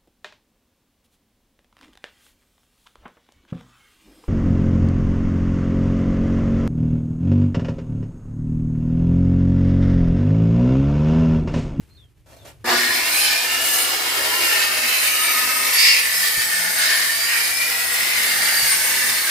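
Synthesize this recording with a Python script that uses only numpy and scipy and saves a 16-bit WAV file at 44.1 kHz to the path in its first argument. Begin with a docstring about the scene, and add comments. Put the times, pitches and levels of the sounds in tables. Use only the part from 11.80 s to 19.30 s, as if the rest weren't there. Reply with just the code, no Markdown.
"""Electric hand planer in an open shed

A bird chirps twice outside, over a distant rumble. The planer slides into place on a plank, kicks
into life and is pushed slowly along the wood. Its speed sags and recovers with the load: the plank
drones, the drive belt rattles the housing, the knives chop, chips hiss and the fan whines.
The plank bumps on the bench now and then, and the shed adds short reflections."""
import sys
import numpy as np
from scipy import signal
from scipy.fft import rfft, irfft, next_fast_len
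from scipy.io import wavfile
from scipy.ndimage import uniform_filter1d

SR = 44100
rng = np.random.default_rng(int(sys.argv[2]) if len(sys.argv) > 2 else 0)


def generate_wav(sig):
    """Save sig (samples, or channels by samples) to the path in sys.argv[1] as 16-bit PCM at SR."""
    pcm = np.round(np.clip(np.atleast_2d(sig).T, -1, 1) * 32767).astype(np.int16)
    wavfile.write(sys.argv[1], SR, pcm)


N = 330750
TIME = np.arange(N) / SR

# fader of the far rumble: t/s, level/dB
RUMBLE_FADER = [(0, -49), (0.4, -55), (0.65, -49.5), (1.1, -53), (1.8, -55), (2.6, -54.5), (5, -58),
                (7.5, -54.5)]
# its colour: f/Hz, level/dB
RUMBLE_EQ = [(25, -27), (45, -6), (58, -15), (68, 4.5), (80, -5), (115, -0.5), (160, -13.5), (220, -23),
             (335, -18), (600, -31.5), (1350, -34), (2500, -33), (5000, -39.5), (12000, -40.5),
             (15000, -47)]
# one falling chirp: t/s from its start, f/Hz, level/dB
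CHIRP_SHAPE = [(0, 4100, -87), (0.035, 4280, -59), (0.065, 4260, -63), (0.088, 4340, -57),
               (0.096, 3740, -54), (0.14, 3400, -55), (0.17, 3240, -63), (0.22, 3050, -78)]
# the bird's calls: t/s, gain/dB
BIRD_CUES = [(0.08, -1.5), (0.495, -4)]
# shed reflections against the direct sound: f/Hz, level/dB
SHED_WET_EQ = [(100, 5), (350, -10), (700, -3), (1500, 3.5), (4000, 1.5), (9000, -3), (15000, 8)]
# stereo tilt of the sound in the shed: f/Hz, left minus right/dB
SHED_PAN = [(200, -1), (2400, 0.5), (4400, -2), (6800, -1.5), (8100, -8), (9300, 7.5), (10700, 3),
            (11800, 3.5), (15000, -1.5)]
# the plank bumps on the bench: t/s, level/dB
BUMP_CUES = [(4.576, -42), (6.829, -43), (6.859, -47)]
# modes of the bench: f/Hz, level/dB, t60/s
BENCH_MODES = [(105, 3.5, 0.088), (161, 5, 0.1), (171, -12, 0.077), (306, 3, .06)]
# the sole slides into place: t/s, level/dB
SLIDE_FADER = [(0.456, -92), (0.461, -56), (0.5, -51), (0.53, -48.5), (0.58, -53.5), (0.646, -54),
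               (0.651, -41.5), (0.695, -42.5), (0.73, -57), (0.8, -73), (0.86, -88)]
# colour of that scrape: f/Hz, level/dB
SLIDE_EQ = [(150, -52), (250, -13), (433, -17), (550, -8), (600, -7), (700, -8.5), (951, -17.5),
            (4520, -24.5), (14200, -31), (15000, -34)]

# speed of the cutter drum: t/s, speed/(turns per s)
DRUM_SPEED = [(0.84, 30.1), (0.96, 146.4), (1.34, 225.9), (1.94, 269.7), (2.16, 274.2), (2.51, 283.0),
              (2.71, 266.5), (3.09, 238.5), (3.57, 206.1), (3.75, 204.8), (4.2, 196.2), (4.45, 175.8),
              (4.87, 143.2), (5.41, 168.5), (5.61, 174.4), (5.92, 188.7), (6.18, 189.8), (6.58, 174.2),
              (6.95, 158.8), (7.5, 157.7)]
# the knives snag in harder wood: t/s, length/s, rattle lift/dB, rasp lift/dB, added bite/(0-1)
SNAG_CUES = [(1.39, 0.22, 0.5, 3.5, 0), (2.555, .3, 2.5, 2.5, .08), (2.882, 0.65, 1.5, 1.5, 0.05),
             (3.948, 0.24, 11, 10.5, 0.71), (4.438, 0.1, 2, 2, 0), (4.985, 0.21, 4, 4.5, 0),
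             (5.477, 0.13, 6, 1, 0.3), (6.35, 0.89, 2, 1, .04), (6.74, 0.24, 1.5, 3, 0)]
# spurts of chips leave the chute: peak t/s, length/s, hiss lift/dB
SPURT_CUES = [(1.387, 0.18, 5.5), (1.934, 0.22, 7.5), (2.658, 0.24, 4), (3.263, 0.26, 3), (3.638, 0.76, 2),
              (4.013, 0.2, 3.5), (4.405, 0.32, 2), (6.844, 0.38, 2.5), (7.2, 0.84, 2)]
# magnetic buzz, strongest with the inrush current: t/s, level/dB
BUZZ_FADER = [(0.84, -28), (0.88, -35), (0.94, -27), (1.02, -39.5), (1.4, -62), (2.5, -57.5), (7.5, -67.5)]
# its partials: f/Hz, level/dB
BUZZ_PARTIALS = [(120, -25), (240, -4), (360, 1), (480, -6)]
# the tool sings as the wood presses on it: middle t/s, length/s, f/Hz, peak level/dB
SINGING_CUES = [(0.99, 0.55, 1690, -27), (0.97, .16, 4520, -34), (1.08, 0.28, 4170, -33),
                (1.426, 0.25, 4100, -28), (1.46, 0.11, 3055, -27), (2.785, 0.35, 1778, -27.5),
                (3.17, 0.2, 4110, -26), (3.587, 0.98, 1258, -36.5), (4.096, 0.47, 2770, -30),
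                (4.374, 0.096, 5130, -27), (4.61, 1, 1790, -26), (5.085, 0.28, 1790, -25),
                (5.767, 0.061, 5170, -27), (6.81, 0.22, 4580, -22.5), (7.33, 0.48, 1757, -32)]
# the plank's drone as the tool moves along: t/s, level/dB
DRONE_FADER = [(1.03, -32), (1.65, -34), (2.0, -32), (2.5, -30.5), (3.2, -34.5), (3.85, -34.5), (4.25, -40),
               (4.68, -39.5), (4.8, -36), (5.2, -36), (5.3, -39), (6.0, -37), (6.6, -35.5), (7.5, -35.5)]
# colour of the plank: f/Hz, level/dB
PLANK_EQ = [(120, -21), (205, -20), (245, -10), (329, -6), (367, -3.5), (409, -9.5), (510, -3), (565, -7.5),
            (630, -1.5), (992, -1.5), (1150, -4), (1350, 0.5), (1950, -6.5), (3300, -120)]
# unbalance of drum and belt: multiple of drum speed, level/dB
UNBALANCE_TONES = [(1, -16), (1.25, -14.5), (1.5, -15.5), (2, -21), (2.5, -16)]
# how the plank radiates them: f/Hz, gain/dB
UNBALANCE_EQ = [(90, -41), (170, -8), (215, -11), (255, -7.5), (295, -19), (355, -3), (500, -1.5)]
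# colour of the housing's rattle: f/Hz, level/dB
HOUSING_EQ = [(850, -23), (1450, -11), (1530, -12), (1710, -4.5), (1790, -2.5), (1970, -6), (2210, -2.5),
              (2550, -12.5), (3200, -11), (4160, -58), (7040, -120)]
# tones of belt and pulleys: multiple of drum speed, level/dB
PULLEY_TONES = [(6, -24), (6.75, -18.5), (7, -22.5), (10, -8), (10.25, -11.5), (10.5, -10.5), (10.75, -20),
                (11, -6), (12, -10), (13, -7), (14, -17)]
# how the casing radiates them: f/Hz, gain/dB
CASING_EQ = [(900, -15), (1250, -3), (1550, -2), (1780, -2), (2200, 0), (2750, 2.5), (3050, -0.5),
             (3300, -7)]
# colour of the hiss: f/Hz, level/dB
HISS_EQ = [(3530, -27), (6000, 0), (6550, 7.5), (6980, -10), (7450, 2), (8400, 4), (8950, 12), (9250, 0),
           (9550, 8.5), (10200, 0.5), (10650, 7.5), (11900, 4), (12250, 6), (13800, 5), (14350, -1),
           (15500, 1.5)]
# whine of fan and armature: multiple of drum speed, level/dB
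WHINE_TONES = [(28, -12), (35, -20), (42, -13), (49, -17), (56, -11), (63, -17), (70, -13)]
# how the vents let it out: f/Hz, gain/dB
VENT_EQ = [(3000, -12), (4250, -16.5), (4650, 2.5), (5200, -3), (6000, -4), (8200, -3.5), (9000, 2.5),
           (11500, -4.5), (14500, -2), (15500, -48)]
# colour of a clean knife stroke: f/Hz, level/dB
STROKE_EQ = [(1500, -51), (1800, -5), (2050, -9.5), (2400, 6.5), (2800, 16), (3300, -34), (4000, -49),
             (4500, 27), (5400, 24.5), (6000, 19.5)]
# colour of the knives' rasp: f/Hz, level/dB
RASP_EQ = [(1880, -14.5), (3200, -13), (3550, -4.5), (3850, -1.5), (4000, -5), (4160, -1), (4350, -4.5),
           (4600, 1.5), (4830, -4), (5100, -0.5), (6000, -10), (7800, -9), (13200, -120)]

SWITCH_ON_S, KICK_RISE_S, KICK_HOLD_S = 0.8416, 0.065, 0.099
FREE_TURNS_PER_S, SPIN_UP_S = 422, 0.44   # the drum without load
BELT_LAP_TURNS = 4   # drum turns to one lap of the belt
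EVEN_BITE = 0.02   # bite in an even cut; more bite makes more of the sound repeat with the drum
SHED_T60_S, CUTOFF_HZ = 0.073, 15500


def from_db(db):
    """Decibels to gain."""
    return 10 ** (np.asarray(db) / 20)


def rms_one(x):
    """Scale to unit power."""
    return x / np.sqrt(np.mean(x ** 2) + 1e-20)


def in_time(rows):
    """Each column of an automation curve at every sample."""
    times, *columns = np.transpose(rows)
    return [np.interp(TIME, times, column) for column in columns]


def at_hz(points, hz):
    """Read an EQ curve on a log-frequency axis."""
    points_hz, level = np.transpose(points)
    return np.interp(np.log(hz + 1), np.log(points_hz), level)


def colour(x, eq, skirt_db=60):
    """Apply an EQ curve; beyond its ends it falls by skirt_db an octave."""
    points_hz, level = np.transpose(eq)
    octave, known = np.log2(np.fft.rfftfreq(x.shape[-1], 1 / SR) + 1), np.log2(points_hz)
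    outside = np.abs(octave - np.clip(octave, known[0], known[-1]))
    return irfft(rfft(x) * from_db(np.interp(octave, known, level) - skirt_db * outside), x.shape[-1])


def drift(rate_hz):
    """Smooth random modulation with spread 1, rolling off above rate_hz."""
    step = 20
    size = N // step + 2
    hz = np.fft.rfftfreq(size, step / SR)
    slow = rms_one(irfft(rfft(rng.standard_normal(size)) / (1 + (hz / rate_hz) ** 2)))
    return np.interp(np.arange(N) / step, np.arange(len(slow)), slow)


def far_rumble(side_db, waver_db):
    """A wavering outdoor bed, nearly alike in both ears."""
    level_db, = in_time(RUMBLE_FADER)
    mid, side = [rms_one(colour(rng.standard_normal(N), RUMBLE_EQ)) for _ in range(2)]
    return from_db(level_db + waver_db * drift(14)) * (mid + from_db(side_db) * side * [[1], [-1]])


def bird(warble):
    """Each call is a warbling sine that slides down."""
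    out = np.zeros(N)
    for start, db in BIRD_CUES:
        hz, level_db = in_time(np.array(CHIRP_SHAPE) + [start, 0, db])
        calling = (TIME > start) & (TIME < start + CHIRP_SHAPE[-1][0])
        cycles = np.cumsum(hz * (1 + warble * drift(200))) / SR
        out += calling * from_db(level_db) * np.sqrt(2) * np.sin(2 * np.pi * cycles)
    return out


def shed(x, places=26):
    """Bench, posts and roof scatter short reflections, different at each ear and place on the plank."""
    age, step = TIME[:SR // 5], N // places
    size = next_fast_len(N + 2 * len(age))
    echoes = np.zeros((2, size))
    for centre in range(0, N + 1, step):
        span = np.arange(max(centre - step, 0), min(centre + step, N))
        crossfade = np.cos(np.pi / 2 * (span - centre) / step)
        scatter = rng.standard_normal((2, len(age))) * from_db(-60 * age / SHED_T60_S) * (age > .001)
        scatter /= np.sqrt(np.sum(scatter ** 2, axis=1, keepdims=True))
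        heard = signal.fftconvolve(x[:, span] * crossfade, scatter, axes=1)
        echoes[:, span[0]:span[0] + heard.shape[1]] += heard
    hz = np.fft.rfftfreq(size, 1 / SR)
    wet = from_db(at_hz(SHED_WET_EQ, hz))
    pan = from_db(at_hz(SHED_PAN, hz) * [[.5], [-.5]])
    mix = (rfft(x, size) + wet * rfft(echoes)) / np.sqrt(1 + wet ** 2 / 2)
    return irfft(mix * pan, size)[:, :N]


def bench_bumps():
    """Each bump of the plank rings the low modes of the bench."""
    out, age = np.zeros(N), TIME[:SR // 4]
    ring = sum(from_db(db - 60 * age / t60) * np.sin(2 * np.pi * hz * age)
               for hz, db, t60 in BENCH_MODES)
    for start, db in BUMP_CUES:
        out[int(start * SR):][:len(ring)] += from_db(db) * ring
    return out


def sole_slide(grain_db):
    """The metal sole scrapes over the wood grain."""
    level_db, = in_time(SLIDE_FADER)
    friction = rng.standard_normal(N) * from_db(grain_db * drift(140))
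    return from_db(level_db) * rms_one(colour(friction, SLIDE_EQ))


def drum():
    """Drum speed and motor load (0-1): the sag below free speed, plus what the slowing drum gives up."""
    speed = uniform_filter1d(in_time(DRUM_SPEED)[0], int(.08 * SR), mode="nearest")
    load = 1 - (speed + SPIN_UP_S * np.gradient(speed) * SR) / FREE_TURNS_PER_S
    return speed, np.clip(uniform_filter1d(load, SR // 5, mode="nearest"), 0, 1)


def kick(lift_db, decay_s):
    """Lift in dB: the jolt of switching on holds briefly, then dies."""
    return lift_db * np.exp(-np.maximum(TIME - SWITCH_ON_S - KICK_HOLD_S, 0) / decay_s)


def snags(attack_s=0.077, release_s=0.093):
    """Rattle lift, rasp lift and added bite: each snag sets in, holds and lets go."""
    out = np.zeros((3, N))
    for start, length, *lifts in SNAG_CUES:
        grip = .5 + np.minimum((TIME - start) / attack_s, (start + length - TIME) / release_s)
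        out += np.outer(lifts, np.clip(grip, 0, 1))
    return out


def spurts():
    """Lift of the hiss in dB: each spurt of chips swells and clears."""
    return sum(db * np.exp(-(2 * (TIME - peak) / length) ** 2) for peak, length, db in SPURT_CUES)


def faders(load, uneven_db):
    """Four layer levels and the bite, ridden by load, kick, snags, spurts and uneven grain."""
    drone_db, = in_time(DRONE_FADER)
    snag_rattle_db, snag_rasp_db, snag_bite = snags()
    grain_db = uneven_db * load * drift(7.5)
    plank_db = drone_db - 0.07 + kick(lift_db=11.5, decay_s=0.025)
    housing_db = -31.5 + 2.5 * load + kick(lift_db=5.5, decay_s=0.26) + snag_rattle_db + grain_db
    rasp_db = -26.5 - 2 * load + kick(lift_db=3.5, decay_s=0.26) + snag_rasp_db + grain_db
    air_db = -30 + 6.5 * load + spurts()
    return plank_db, housing_db, rasp_db, air_db, EVEN_BITE + snag_bite


def rough_loop(laps, harmonics, uneven_db, size=16384):
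    """A wavetable of uneven harmonics: the same roughness is met on every lap."""
    gains = from_db(uneven_db * np.clip(rng.standard_normal(harmonics), -2, 2))
    phases = np.exp(2j * np.pi * rng.random(harmonics))
    lap = irfft(np.r_[0, gains * phases], size)
    return rms_one(np.interp(laps % 1 * size, np.arange(size + 1), np.r_[lap, lap[0]]))


def rub(laps, harmonics, uneven_db, wander_hz):
    """A repeating roughness that morphs between two loops as the tool moves on."""
    angle = drift(wander_hz)
    first, second = [rough_loop(laps, harmonics, uneven_db) for _ in range(2)]
    return np.cos(angle) * first + np.sin(angle) * second


def tearing(turns, chop_db, grain_db, spread):
    """Fibres tear in a burst on each pass of the knives; flying chips spread it in stereo."""
    mid, side = rng.standard_normal((2, N))
    bursts = from_db(chop_db * np.cos(2 * np.pi * turns) + grain_db * drift(230))
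    return (mid + spread * side * [[1], [-1]]) * bursts


def levelled(x):
    """Hold the power steady over a tenth of a second."""
    return x / np.sqrt(uniform_filter1d(x ** 2, SR // 10) + 1e-4 * np.mean(x ** 2))


def shaken_part(drives, eq, belt_share, knife_share):
    """One radiating part, shaken by belt, knives and tearing fibres; rms about 1."""
    belt, knives, fibres = [levelled(colour(drive, eq)) for drive in drives]
    knife_share = np.clip(knife_share, 0, 1)
    loose = np.sqrt(belt_share) * belt + np.sqrt(1 - belt_share) * fibres
    return np.sqrt(1 - knife_share) * loose + np.sqrt(knife_share) * knives


def tones(orders, eq, turns, speed, flutter_db):
    """Multiples of the drum speed swell and fade as they glide through a body's response."""
    out = np.zeros(N)
    for multiple, db in orders:
        level_db = db + at_hz(eq, multiple * speed) + flutter_db * drift(8.3)
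        out += from_db(level_db) * np.sin(2 * np.pi * multiple * turns)
    return np.sqrt(2) * out


def motor_buzz():
    """The motor's iron hums at twice the mains frequency."""
    level_db, = in_time(BUZZ_FADER)
    return from_db(level_db) * sum(from_db(db + 0.83 * drift(14)) * np.sin(2 * np.pi * hz * TIME)
                                   for hz, db in BUZZ_PARTIALS)


def singing(width_hz):
    """Narrow resonances, fed by the rough cut, swell and die."""
    out = np.zeros(N)
    for middle, length, hz, db in SINGING_CUES:
        near = np.abs(TIME - middle) < length / 2
        t = TIME[near]
        ring = (drift(width_hz) + 1j * drift(width_hz))[near] * np.exp(2j * np.pi * hz * t)
        out[near] += from_db(db) * np.cos(np.pi * (t - middle) / length) * rms_one(ring.real)
    return out


def plank_drone(drives, turns, speed):
    """Belt and tearing fibres shake the plank; the unbalance of drum and belt adds low tones."""
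    body = shaken_part(drives, PLANK_EQ, belt_share=0.21, knife_share=0)
    return body + tones(UNBALANCE_TONES, UNBALANCE_EQ, turns, speed, flutter_db=4.0)


def housing_rattle(drives, turns, speed, bite):
    """Belt and cut rattle the housing; the pulley tones duck as a firm bite steadies the belt."""
    rattle = shaken_part(drives, HOUSING_EQ, belt_share=0.3, knife_share=1.22 * bite)
    pulleys = tones(PULLEY_TONES, CASING_EQ, turns + 0.012 * drift(80), speed, flutter_db=2.5)
    return from_db(0.5) * rattle + np.sqrt(1 - np.clip(bite, 0, 1)) * pulleys


def fan_air(turns, speed):
    """A wide hiss of air and chips, with fan and armature whining through the vents."""
    hiss = rms_one(colour(tearing(turns, chop_db=-2.0, grain_db=1.04, spread=1.0), HISS_EQ))
    # the belt's give lets the motor swing about the drum, which blurs the high tones
    swing = 0.0067 * drift(40)
    return hiss + tones(WHINE_TONES, VENT_EQ, turns + swing, speed, flutter_db=4.5)


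def knife_rasp(drives, bite):
    """The knives chop the wood: a bright rasp that turns pitched as they bite."""
    return shaken_part(drives, RASP_EQ, belt_share=0.26, knife_share=0.88 * bite)


def planer():
    """One drum speed times the belt, the knife strokes and the fan."""
    speed, load = drum()
    plank_db, housing_db, rasp_db, air_db, bite = faders(load, uneven_db=1.5)
    turns = np.cumsum(speed) / SR + 0.0051 * drift(28)
    belt = rub(turns / BELT_LAP_TURNS, harmonics=200, uneven_db=1.0, wander_hz=2.0)
    knives = colour(rub(turns, harmonics=48, uneven_db=2.0, wander_hz=1.0), STROKE_EQ)
    fibres = tearing(turns, chop_db=-1.0, grain_db=-0.9, spread=0.29)
    chips = tearing(turns, chop_db=1.5, grain_db=1.6, spread=0.68)
    mix = from_db(plank_db) * plank_drone((belt, knives, fibres), turns, speed)
    mix += from_db(housing_db) * housing_rattle((belt, knives, chips), turns, speed, bite)
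    mix += from_db(rasp_db) * knife_rasp((belt, knives, chips), bite)
    mix += from_db(air_db) * fan_air(turns, speed)
    gate = np.clip((TIME - SWITCH_ON_S) / .003, 0, 1)
    attack = np.clip(0.15 + (TIME - SWITCH_ON_S) / KICK_RISE_S, 0, 1)
    waver = from_db(0.51 * drift(12))
    up_to_speed = np.clip(speed / np.median(speed), 0, 1)
    return gate * (attack * waver * mix + up_to_speed * singing(width_hz=36) + motor_buzz())


def scene():
    """The work and the bird sound through the shed, over the open-air bed."""
    sources = planer() + sole_slide(grain_db=1.5) + bench_bumps() + bird(warble=0.019)
    return shed(sources) + far_rumble(side_db=-8.5, waver_db=1.5)


def record(dry):
    """A steep high cut on the whole mix."""
    return signal.sosfilt(signal.ellip(12, .1, 90, CUTOFF_HZ, fs=SR, output="sos"), dry)


dry = scene()
out = record(dry)
generate_wav(out)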